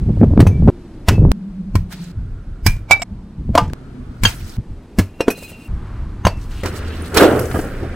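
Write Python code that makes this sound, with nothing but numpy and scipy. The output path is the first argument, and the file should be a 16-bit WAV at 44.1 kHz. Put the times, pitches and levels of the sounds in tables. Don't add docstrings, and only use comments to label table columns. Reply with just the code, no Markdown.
import sys
import numpy as np
from scipy import signal
from scipy.fft import rfft, irfft, next_fast_len
from scipy.io import wavfile
from scipy.ndimage import uniform_filter1d, minimum_filter1d

SR = 44100
rng = np.random.default_rng(int(sys.argv[2]) if len(sys.argv) > 2 else 0)


def convert_level_to_amplitude(level_db):
    exponent = np.asarray(level_db, float) / 20
    return 10 ** exponent


def store_wav(level_fs):
    pcm = np.round(np.clip(np.atleast_2d(level_fs), -1, 1) * 32767)
    wavfile.write(sys.argv[1], SR, pcm.T.astype(np.int16))


N = 350771
T = np.arange(N) / SR

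# start_s, traffic_db, breeze_lull_db, cut_step (-1..1)
TAKES = [
    (0, -36.5, -47.5, 0),
    (0.701, -39.5, -38, -0.28),
    (1.3175, -43.5, -40, -0.49),
    (2.1194, -43.5, -34.5, -0.011),
    (3.0336, -44.5, -39.5, 0.05),
    (3.42, -43, -38.5, 0),
    (3.7344, -41, -37.5, -0.12),
    (4.568, -40.5, -43.5, -0.03),
    (5.681, -39.5, -27.5, -0.0021),
    (6.634, -33.5, -30, 0.092),
]
CUTS = np.array([row[0] for row in TAKES[1:] if row[0] != TAKES[5][0]] + [N / SR])


def per_take(table):
    return np.array(table)[np.searchsorted(np.array(TAKES)[:, 0], T, "right") - 1].T


def take_end(start_s):
    return min([row[0] for row in TAKES if row[0] > start_s] + [N / SR])


def after(s):
    end_s = min(CUTS[CUTS > s][0], s + 0.6)
    span = slice(int(s * SR), int(end_s * SR))
    return span, T[span] - T[span.start]


def swells(rows):
    piece = np.searchsorted(CUTS, T, "right")
    tents = []
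    for s, top_db, rise_db_s, fall_db_s, *_ in rows:
        tent_db = top_db - np.maximum(rise_db_s * (s - T), fall_db_s * (T - s))
        tents.append(np.where(piece == np.searchsorted(CUTS, s, "right"), tent_db, -90))
    db = np.array(tents)
    return np.maximum(db.max(axis=0), -90), db.argmax(axis=0)


def unit(x):
    return x / np.sqrt(np.mean(x ** 2))


def colour(x, spectrum):
    hz, db = np.transpose(spectrum)
    f = np.maximum(np.fft.rfftfreq(N, 1 / SR), 1)
    gain = convert_level_to_amplitude(np.interp(np.log(f), np.log(hz), db, left=-90, right=-90))
    return unit(irfft(rfft(x) * gain, N))


def walk(rate_hz):
    k = int(SR / rate_hz)
    held = np.repeat(rng.standard_normal(N // k + 1), k)
    return unit(uniform_filter1d(uniform_filter1d(held, k), k)[:N])


def grains(rate_hz, spread_db, bed):
    hits = rng.random(N) < rate_hz / SR
    clicks = hits * convert_level_to_amplitude(spread_db * rng.exponential(size=N)) * rng.standard_normal(N)
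    return unit(clicks) + bed * rng.standard_normal(N)


def band(x, hz, width_hz):
    return signal.lfilter(*signal.iirpeak(hz, hz / width_hz, SR), x)


def lowpass(x, order, hz):
    return signal.sosfiltfilt(signal.butter(order, hz, fs=SR, output="sos"), x)


def highpass(x, order, hz):
    return signal.sosfiltfilt(signal.butter(order, hz, "high", fs=SR, output="sos"), x)


def patchy(x, patch_db, rate_hz):
    centres_hz = 700 * 2 ** np.arange(0, 4.6, 0.5)
    return unit(sum(band(x, hz, hz * 0.4) * convert_level_to_amplitude(patch_db * walk(rate_hz)) for hz in centres_hz))


def brighten(x, db):
    low = lowpass(x, 2, 7440)
    return low + convert_level_to_amplitude(db) * (x - low)


def fade(t, t60_s):
    return np.exp(-np.log(1000) * t / t60_s)


def ring(t, modes):
    return sum(convert_level_to_amplitude(db) * fade(t, t60_s) * np.sin(2 * np.pi * hz * t) for hz, db, t60_s in modes)


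# hz, level_db
WIND = [(18, -5.5), (45, -4.5), (90, -2.5), (150, -6.5), (230, -14), (400, -34)]
FLUTTER = [(120, -29.5), (220, 3), (400, 0), (800, -20), (1400, -35), (2500, -64)]
BREEZE_COLOUR = [(18, -2.5), (35, -4), (65, -9), (110, -11), (200, -27), (400, -52.5)]
# peak_s, level_db, rise_db_s, fall_db_s, flutter_rel_db
GUSTS = [(0.026, -17, 300, 58, -26), (0.101, -12.5, 110, 116, -8.5), (.226, -12.5, 126.5, 43, 1),
         (0.401, -8, 36, 20, -7.5), (.635, -5.5, 128.5, 30, -15.5), (.69, -6, 60, 3, -2.5),
         (1.11, -7.5, 900, 109, -12), (1.185, -8, 398.5, -1, -16.5), (3.4, -19.5, 499, 200.5, -27),
         (3.504, -5, 421, 374, -21.5), (3.62, -18.5, 695, 57, -19), (4.585, -10.5, 1500.5, 598, -12.5)]
# peak_s, level_db
PUFFS = [(1.51, -43.5), (1.768, -12), (2.19, -20), (2.31, -22), (2.499, -29), (2.682, -10), (2.79, -29),
         (3.139, -23.5), (4.1, -31), (4.24, -15.5), (4.41, -26), (4.71, -28.5), (5.0, -30), (5.29, -45.5),
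         (5.724, -20), (6.37, -20.5), (6.46, -27), (7.01, -36), (7.39, -25)]
# start_s, peak_db, swing_hz
POPS = [(0.022, -8.5, 60), (0.064, -7.5, 62), (0.137, -9, 75), (0.31, -0.5, 84), (0.556, -7, 95),
        (0.601, -9, 110), (0.105, -6, 141), (0.173, -4.5, 118), (0.214, 3.5, 195), (0.24, -3, 140),
        (0.261, -6.5, 120.5), (0.336, -3.5, 194), (0.363, -14, 118), (0.376, 7.5, 199.3), (0.393, 8, 130),
        (0.427, 7.5, 139), (0.455, -1.5, 130), (0.53, -17, 131), (0.624, -1, 129), (0.676, 6.5, 193),
        (0.688, 7.5, 127), (1.181, -1.5, 140.3), (1.2509, -1.5, 320), (1.284, -10, 202), (3.492, -4.5, 95),
        (3.685, -19.5, 204), (3.705, -18.5, 150)]


def wind():
    puff_rise_db_s, puff_fall_db_s = 450, 199.5
    flutter_per_db = 2
    puffs = walk(28)
    buffet = unit(colour(rng.standard_normal(N), WIND) * convert_level_to_amplitude(3.16 * puffs))
    flutter = unit(colour(rng.standard_normal(N), FLUTTER) * convert_level_to_amplitude(2.4 * puffs + 5.4 * walk(70)))
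    gust_db, leader = swells(GUSTS)
    _, top_db, _, _, flutter_db = np.array(GUSTS)[leader].T
    out = convert_level_to_amplitude(gust_db) * (buffet + convert_level_to_amplitude(flutter_db + flutter_per_db * (gust_db - top_db)) * flutter)

    puff_db = swells([(s, db, puff_rise_db_s, puff_fall_db_s) for s, db in PUFFS])[0]
    breeze = unit(colour(rng.standard_normal(N), BREEZE_COLOUR) * convert_level_to_amplitude(1.6 * walk(13)))
    out += (convert_level_to_amplitude(per_take(TAKES)[2]) + convert_level_to_amplitude(puff_db)) * breeze

    pops = np.zeros(N)
    for s, db, swing_hz in POPS:
        span, t = after(s)
        swing = fade(t, 6 / swing_hz) * np.cos(2 * np.pi * swing_hz * t)
        pops[span] -= convert_level_to_amplitude(db + 1.5) * swing * (1 - np.exp(-t * swing_hz / 0.055)) ** 3
    return out + lowpass(pops, 2, 1300)


# hz, level_db
TRAFFIC = [(71, -36), (120, -10.5), (210, -4.5), (355, -11), (520, -20.5), (1250, -29.5), (12000, -54),
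           (13300, -73)]
# start_s, start_hz, end_hz, width_hz, level_db
DRONES = [
    (0.706, 367, 250, 70, -51),
    (1.3176, 198, 165.6, 60, -32.5),
    (3.041, 197.8, 190, 60, -43.5),
    (3.736, 134.1, 128.3, 10, -44.5),
    (3.739, 259.8, 220, 60, -49),
    (7.12, 124.8, 120.7, 14, -34.5),
    (6.636, 80, 80.24, 16, -33.5),
]


def traffic():
    swell_db = 6
    out = colour(rng.standard_normal(N), TRAFFIC) * convert_level_to_amplitude(per_take(TAKES)[1] + 0.45 * walk(1.3))
    for t0, hz0, hz1, width_hz, db in DRONES:
        t1 = take_end(t0)
        phase = 2 * np.pi * np.cumsum(np.interp(T, (t0, t1), (hz0, hz1))) / SR
        hum = walk(width_hz) * np.sin(phase) + walk(width_hz) * np.cos(phase)
        progress = np.clip((T - t0) / (t1 - t0), 0, 1)
        gate = uniform_filter1d(1.0 * (T >= t0) * (T < t1), size=200)
        out += convert_level_to_amplitude(db + swell_db * np.sin(np.pi * np.sqrt(progress))) * hum * gate
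    return out


# start_s, crack_peak_db, thump_db, knock_db, knock_hz
LANDINGS = [(0.403, -14.5, -11, 8.5, 285), (0.4674, -18, -5.5, -6, 242.6), (1.0844, 0.5, -10, 0.5, 765),
            (1.7538, -16.5, -12, -12.5, 276), (2.6632, -2, -12.5, -9.5, 280.5),
            (2.764, -40, -42, -41.5, 450), (2.9098, -1.5, -25.5, 8, 850), (3.0185, -15, -38.5, -25.5, 681),
            (3.5521, -11, -25.5, 0.5, 667), (3.5773, -6, -22.5, 6, 987), (4.2344, -7, -16.5, -18.5, 289),
            (4.2511, -2.5, -13.5, -4, 1230), (4.9857, -12.5, -23.5, -4, 250.5),
            (4.9904, -15.5, -11.5, 3, 246.3), (5.206, -17, -54, 0.5, 474), (5.2813, -36, -56.5, 5.5, 415),
            (5.3024, -24, -37.5, -15, 497), (5.3097, -28, -41, -17, 292), (5.379, -40, -55, -27.5, 507),
            (5.425, -37.5, -42.5, -25, 498), (5.518, -41, -45.5, -28, 600),
            (6.2513, -15.5, -11.5, -0.5, 1000), (6.268, -9, -13.5, 4, 654)]
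# start_s, crack_peak_db, thump_db, knock_db, knock_hz
TOUCHES = [
    (6.6345, -22, -27, -13.5, 412),
    (6.6581, -17, -28.5, -29, 301),
    (7.145, -31, -32.5, -14, 382),
    (7.1711, -4.5, -22, -0.5, 356),
    (7.3918, -21, -26, -23, 276),
    (7.5133, -25, -34.5, -18, 1390),
    (7.5442, -46, -25.5, -15, 415),
    (7.557, -41, -36.5, -22, 1300),
    (7.5898, -43, -35.5, -8, 348),
    (7.8297, -45, -34.5, -21.5, 366),
]
SHEET_DOWN_S = TOUCHES[2][0]
# hz, level_db, t60_s
SOIL = [(95, 5, .18), (62, -16, 0.13), (190, 2, 0.059)]
# hz, level_db
CRACK = [(350, -26.5), (800, -0.5), (2450, -2.5), (3770, -10.5), (5610, -10), (8350, -17.5), (15100, -21.5),
         (15900, -24.5)]


def landings():
    crack_t60_s, spray_t60_s = 0.032, 0.22
    out = np.zeros(N)
    crack = colour(grains(6000, 1.2, 1.0), CRACK)
    noise = rng.standard_normal(N)
    for s, crack_db, thump_db, knock_db, knock_hz in LANDINGS + TOUCHES:
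        sparkle_db = -14.5 - 7.5 * np.log2(knock_hz / 400) + 0.3 * (crack_db + 15)
        span, t = after(s)
        rise = 1 - np.exp(-t / 0.0011)
        decay = fade(t, crack_t60_s) + 0.08 * fade(t, spray_t60_s)
        out[span] += convert_level_to_amplitude(crack_db - 3.5) * brighten(crack[span], sparkle_db + 16.5) * rise * decay
        out[span] -= convert_level_to_amplitude(thump_db + 3.0) * ring(t, SOIL)
        tail = unit(band(noise[span], knock_hz, knock_hz * 0.5)) * fade(t, 0.067)
        out[span] += convert_level_to_amplitude(knock_db) * (0.15 * tail - ring(t, [(knock_hz, 1.5, 7 / knock_hz)]))
    return out


FIRST_BRICKS = { .468: [(800, -12, 0.03), (1000, -18, 0.03), (2570, -22, 0.05), (2140, -19, 0.025),
                (6230, -36, 0.14), (9100, -47, 0.085), (10840, -37, 0.091)], .505: [(2320, -34, 0.4)],
                1.1: [(2620, -24, 0.3)], 1.087: [(760, -10, 0.035), (303, -13.5, 0.04), (1445, -7, 0.036),
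                (2600, -12, .03), (3700, -19, 0.037), (5530, -31, 0.079)], 1.754: [(1040, -10.5, 0.028),
                (1350, -19, 0.036), (1880, -28, 0.063), (2277, -18, 0.032)], }
CLINKING_BRICKS = { 2.664: [(1000, -22, 0.034), (1647, -15, 0.035), (7900, -26.5, 0.04), (2410, -22, 0.2),
                   (2325, -14, 0.17), (3890, -35.5, 0.11), (5020, -8.5, 0.04), (5670, -32.5, 0.15)],
                   2.912: [(787, -11, 0.2), (1410, -17, 0.18), (2302, 2, 0.26), (1630, -16.5, 0.06),
                   (2285, -15.5, 0.15), (7000, -23, 0.06), (2612, -15.5, 0.2), (3800, -13.5, 0.17),
                   (3500, -14.5, .03), (4920, -19.5, .12), (5240, -16.5, 0.06)],
                   2.996: [(600, -21.5, 0.025), (7600, -38, .08), (5100, -46.5, .1), (3800, -47, .08)],
                   3.019: [(691.5, -19, 0.058), (2230, -21, 0.22), (3774, -34, .1), (5440, -29, 0.16),
                   (7580, -25, .2)], }
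PLANK = { 3.553: [(286, 0, 0.025), (656, -1, 0.046), (1093, -9, 0.062), (3000, -26.5, 0.032),
         (4720, -26, .02)], 3.579: [(300, -9, 0.045), (563, 0, 0.025), (482, -12, 0.11), (712, -6, 0.077),
         (1000, 7, 0.024), (1192, -4, 0.079), (863, -13.5, 0.17), (1543, -19.5, 0.12), (2850, -12, 0.05),
         (3300, -11, 0.033), (2200, -11.5, 0.015), (4970, -11, 0.029)], }
LAST_BRICKS = { 4.243: [(6750, -22, 0.07)], 4.252: [(330, -17, 0.05), (482, -12.5, 0.05), (1665, -6, 0.036),
               (2750, -14, 0.069), (3178, -2, 0.065), (4610, -16, 0.08), (6370, -13, 0.057)],
               4.992: [(1696, -18, 0.027), (2046, -9, 0.017), (4140, -33.5, 0.089), (5300, -26, .03)],
               5.206: [(300, -6, 0.025)], 5.282: [(250, 2, 0.034), (953, -10, 0.02), (1500, -8, 0.019),
               (2300, -22, 0.015)], 5.207: [(2480, -30.5, 0.24), (2760, -11.5, 0.037), (4037, -33, 0.091),
               (5480, -32, 0.12), (6000, -41, 0.079), (8040, -34, 0.06), (11000, -37, 0.059)],
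               5.302: [(2504, -16.5, 0.071), (2700, -37, 0.14), (4030, -36, 0.073), (5800, -31, 0.083),
               (11350, -30, 0.08)], 5.356: [(4070, -44, .4)], 5.44: [(4070, -44, .35)],
               7.02: [(9500, -31, 0.032)], 7.545: [(670, -15, 0.047)], 7.557: [(1230, -18, 0.05),
               (1650, -20.5, 0.056)], 7.591: [(700, -16, 0.023), (1500, -23, .025)],
               6.252: [(1000, -34, .03), (2860, -13, 0.047), (6350, -16.5, 0.061)],
               6.267: [(1000, 0.5, 0.022), (3050, -35, 0.1), (4580, -19.5, 0.066)],
               6.275: [(2680, -31.5, 0.33)], }
# start_s, level_db, second_mode_lean_db
TUMBLE = [(5.382, -47, -2), (5.438, -50, -4), (5.494, -49, 2), (5.544, -45, 9), (5.614, -44, 6),
          (5.657, -47, 5), (5.6745, -50, -2)]
# hz, level_db, t60_s
HALF_BRICK = [(2510, -1, 0.16), (2740, -1, 0.13)]
SPINS = {.505: (.02, .09, -8), 1.1: (.05, .075, -4), 6.275: (.03, .11, -10), 2.912: (.001, .021, -11)}


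def rings():
    muffle_s, waver_db, wobble_rad = 0.007, 1.6, 0.4
    out = np.zeros(N)
    waver = walk(60)
    blows = {**FIRST_BRICKS, **CLINKING_BRICKS, **PLANK, **LAST_BRICKS}
    for s, db, lean_db in TUMBLE:
        blows[s] = [(hz, db + top_db - lean_db * (-1) ** k, t60_s)
                    for k, (hz, top_db, t60_s) in enumerate(HALF_BRICK)]
    for s, modes in blows.items():
        span, t = after(s)
        swell_s, down_s, muffle_db = SPINS.get(s, (0.001, 1, 0))
        muffle = convert_level_to_amplitude(muffle_db * np.clip((t - down_s) / (2 * muffle_s), 0, 1))
        shape = (1 - np.exp(-t / swell_s)) * muffle
        for k, (hz, db, t60_s) in enumerate(modes):
            turn = np.roll(waver, 5000 * k)[span]
            tone = np.sin(2 * np.pi * hz * t + wobble_rad * turn[::-1])
            out[span] += convert_level_to_amplitude(db + waver_db * turn) * fade(t, t60_s) * shape * tone
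    return out


def yard(x):
    tail_t60_s, tail_db, fore_s, fore_db = 0.19, -13.5, 0.0073, -19.5
    t = T[:SR // 4]
    tail = unit(rng.standard_normal(len(t)) * fade(t, tail_t60_s) * (t > 0.004)) / np.sqrt(len(t))
    fore = unit(rng.standard_normal(len(t)) * np.exp(-t / fore_s)) / np.sqrt(len(t))
    bright = signal.sosfilt(signal.butter(2, 300, "high", fs=SR, output="sos"), x)
    dull = signal.sosfilt(signal.butter(1, 1800, fs=SR, output="sos"), bright)
    wet = convert_level_to_amplitude(tail_db) * signal.fftconvolve(dull, tail)[:N]
    wet *= np.prod([1 - (T >= s) * (T < s + 0.2) for s in CUTS], axis=0)
    ahead = signal.fftconvolve(bright[::-1], fore)[:N][::-1]
    return x + wet + convert_level_to_amplitude(fore_db) * ahead


def cut_steps():
    return sum(step * np.exp(np.minimum(T - s, 0) / 0.0056) * (T < s) for s, _, _, step in TAKES)


# start_s, centre_hz, width_hz, level_db
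TYRES = [(1.3176, 1500, 500, -69), (2.1198, 1397, 400, -58.5), (3.0345, 900, 502, -61),
         (3.7344, 1363, 400, -58.5), (5.682, 1060, 900, -49), (6.634, 1510, 900, -41)]


def tyres():
    out = np.zeros(N)
    noise = rng.standard_normal(N) * convert_level_to_amplitude(1.5 * walk(8.4))
    for t0, hz, width_hz, db in TYRES:
        hiss = unit(band(band(noise, hz, width_hz), hz, width_hz))
        out += convert_level_to_amplitude(db) * hiss * (T >= t0) * (T < take_end(t0))
    return out


# peak_s, level_db, rise_db_s, fall_db_s, sparkle_db
TRICKLES = [(1.927, -33.5, 799.5, 501, -9.5), (1.95, -48, 797.5, 2, -11), (4.269, -29.5, 3000.5, 138, -6),
            (4.4, -46, 97, 12, -7.5), (5.308, -35.5, 2999, 520, 6), (5.385, -44.5, 300, 300, 3),
            (5.432, -46.5, 150, 200, 5), (5.504, -43.5, 230.5, 351, 1), (5.6, -56, 29, 3, -2),
            (6.416, -49.5, 250, 76, -6.5), (6.515, -42.5, 500, 28, -13), (3.61, -48, 900, 110, -21),
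            (6.66, -34, 500, 300, -11), (6.77, -41, 200, 250, -4), (6.885, -43, 150, 200, -16),
            (7.075, -43, 120, 302, -10), (6.93, -46, 12, 18, -29)]
# hz, level_db
GRIT_COLOUR = [(410, -37.5), (700, -2.5), (1140, -11.5), (1290, -2), (2760, -7), (4420, -7.5), (14700, -14),
               (15900, -11.5)]
# start_s, peak_db, centre_hz
TICKS = [(1.905, -36, 800), (2.04, -38, 7000), (3.65, -40, 1900), (3.698, -33, 1650), (4.395, -40, 14500),
         (4.475, -43, 12000), (4.476, -38, 5600), (4.494, -33, 5200), (5.432, -31, 4400),
         (5.645, -46, 13000), (5.675, -51, 9500), (6.3718, -45, 5870), (6.4142, -40, 5330),
         (6.5179, -37, 4430), (6.6082, -38, 8500), (6.683, -33, 8300), (6.726, -37, 4700),
         (6.8801, -37, 7500), (7.0587, -35, 9290), (7.0787, -34, 8730), (7.3938, -17, 12500),
         (7.455, -29, 6480), (7.612, -31, 7500), (7.645, -37, 8800), (3.61, -37, 5300), (3.678, -42, 6500)]


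def grit():
    tick_t60_s, tick_rel_width = 0.027, 0.19
    db, leader = swells(TRICKLES)
    bed = patchy(colour(grains(6000, 1.5, 1.2), GRIT_COLOUR), patch_db=3.5, rate_hz=45)
    out = brighten(bed, np.array(TRICKLES)[leader, -1] + 5) * convert_level_to_amplitude(db + 1.0 * walk(40))
    noise = rng.standard_normal(N)
    for s, tick_db, hz in TICKS:
        span, t = after(s)
        tick = unit(band(noise[span], hz, hz * tick_rel_width))
        out[span] += convert_level_to_amplitude(tick_db - 4) * tick * fade(t, tick_t60_s) * (1 - np.exp(-t / 0.0008))
    return out


# peak_s, level_db, rise_db_s, fall_db_s
RATTLE = [(5.33, -46, 300, 40), (5.45, -45, 60, 50), (5.56, -51, 60, 60), (5.64, -52, 60, 30)]


def rattle():
    strikes = grains(600, 3.0, 0.6)
    modes = sum(convert_level_to_amplitude(db + 1.5 * walk(25)) * unit(band(strikes, hz, 30)) for hz, db, _ in HALF_BRICK)
    return modes * convert_level_to_amplitude(swells(RATTLE)[0])


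LIFTED_DB = 10
# peak_s, level_db, rise_db_s, fall_db_s
RASP = [(6.512, -54, 900, 60), (6.61, -46.5, 118, 20), (6.8, -44.5, 57, 30), (6.95, -46, 40, 50),
        (7.226, -22, 700, 250), (7.36, -48, 60, 298)]
# hz, level_db
RASP_COLOUR = [(1500, -24.5), (2100, -6), (2800, 1.5), (3400, -4.5), (4500, -11.5), (5200, -34)]


def rasp():
    noise = patchy(colour(grains(1500, 3.0, 0.8), RASP_COLOUR), patch_db=3.5, rate_hz=23)
    airborne = (T > 7.08) * (T < SHEET_DOWN_S)
    return noise * convert_level_to_amplitude(swells(RASP)[0] - LIFTED_DB * airborne)


# peak_s, boom_db, rise_db_s, fall_db_s
SLAPS = [(6.652, -22.5, 400, 322), (6.72, -36.5, 100, 12), (7.142, -29, 1500, 90),
         (7.176, -11.5, 435, 79.5), (7.225, -2.5, 325, 153), (7.275, -9, 200, 103),
         (7.335, -11.5, 150, 116), (7.42, -23, 295, 153), (7.546, -17.5, 2500, 260),
         (7.596, -21.5, 900, 450), (7.65, -27, 200, 150), (7.62, -33.5, 100, 11), (7.836, -23, 800, 330)]
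# hz, level_db
BOOM = [(150, -17), (260, -6.5), (366, -1.5), (520, -5), (750, -14), (1200, -37)]
FLAP = [(500, -30), (900, -0.5), (1400, 4.5), (2500, -12), (3300, -18), (3800, -41)]
RUSTLE = [(1760, -31), (3000, -6.5), (3380, -19), (3830, -30), (4430, -14.5), (10200, -11.5), (14900, -14),
          (15900, -12.5)]


def sheet():
    flap_db, flap_per_db = -12.5, 1
    rustle_db, rustle_per_db = -36.5, 0.25
    rest_s, rest_db_s = 7.59, 57
    scrape_db = 7
    shake, db = walk(35), swells(SLAPS)[0]
    above = T < SHEET_DOWN_S
    rest_db = rest_db_s * np.maximum(T - rest_s, 0)
    boom = unit(colour(rng.standard_normal(N), BOOM) * convert_level_to_amplitude(0.92 * shake)) * convert_level_to_amplitude(db)
    flap = patchy(colour(grains(3000, 1.8, 1.8), FLAP), patch_db=1.5, rate_hz=25)
    flap *= convert_level_to_amplitude(flap_db + flap_per_db * db - rest_db / 2 + scrape_db * above + 1.0 * shake)
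    rustle = patchy(colour(grains(4000, 1.3, 0.9), RUSTLE), patch_db=2.1, rate_hz=30)
    rustle *= convert_level_to_amplitude(rustle_db + rustle_per_db * db - rest_db - LIFTED_DB * above + 1.7 * walk(20))
    return (boom + flap + rustle) * (T >= TAKES[-1][0])


# peak_s, level_db, rise_db_s, fall_db_s
CRASH = [(7.1435, -23, 5000, 200), (7.173, -11.5, 1300, 300), (7.207, -16, 1500, 300),
         (7.225, -17, 1500, 333), (7.3, -41, 1500, 300), (7.317, -35, 1500, 300), (7.363, -32, 1500, 500),
         (7.455, -38, 300, 400)]
# hz, level_db
CRASH_COLOUR = [(600, -5.5), (1200, 2), (3000, -6.5), (4500, -13.5), (9000, -17.5), (14000, -15.5),
                (15900, -17.5)]


def crash():
    stones = patchy(colour(grains(4000, 2.3, 1.1), CRASH_COLOUR), patch_db=4.0, rate_hz=70)
    return stones * convert_level_to_amplitude(swells(CRASH)[0]) * (T >= CRASH[0][0])


def scene():
    mono = wind() + traffic() + yard(landings() + rings()) + cut_steps() + tyres()
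    mono += grit() + rattle() + rasp() + sheet() + crash()
    return np.array([mono, mono])


def roll_off(x):
    return signal.sosfilt(signal.butter(12, 16050, fs=SR, output="sos"), x)


# centre_hz, width_hz, added_db
PORTS = [(4460, 500, -14.5), (7790, 200, -4.5), (9200, 370, -7.5)]
# side_low_db, side_high_db, left_lean (-1..1)
WIDTHS = [(-54, -5, -.1), (-78, -2, 0.048), (-9.5, -1, -0.086), (-13, -4, -0.45), (-15.5, -2, -0.15),
          (-67, -5.5, -.1), (-4, -3, -.1), (-76, -5.5, -0.035), (-66, -6.5, 0.047), (-9, -1.5, -0.18)]


def record(dry):
    knee, split_hz, top_hz = 14.0, 3380, 15950
    mid = dry[0] + sum(convert_level_to_amplitude(db) * band(dry[0], hz, width_hz) for hz, width_hz, db in PORTS)
    mid = 1.013 * mid / (1 + np.abs(mid) ** knee) ** (1 / knee)
    low_db, high_db, lean = per_take(WIDTHS)
    smear = rng.standard_normal(400) * np.exp(-np.arange(400) / 70)
    copy = signal.fftconvolve(mid, unit(smear) / 20)[:N]
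    other = signal.hilbert(copy, next_fast_len(N))[:N]
    other = np.real(other * np.exp(2.5j * walk(45))) + lean * mid
    low = lowpass(other, 3, split_hz)
    low = 0.084 * low + highpass(low, 1, 400)
    high = highpass(other, 3, split_hz)
    quiet = minimum_filter1d(1.0 * (np.abs(mid) < 0.8), size=2048)
    side = convert_level_to_amplitude(low_db) * low + convert_level_to_amplitude(high_db) * high * np.where(low_db < -50, quiet, 1)
    both = np.clip([mid + side, mid - side], -1, 1)
    both = signal.sosfiltfilt(signal.ellip(10, 0.01, 35, top_hz, fs=SR, output="sos"), both)
    return roll_off(both)


dry = scene()
out = record(dry)
store_wav(out)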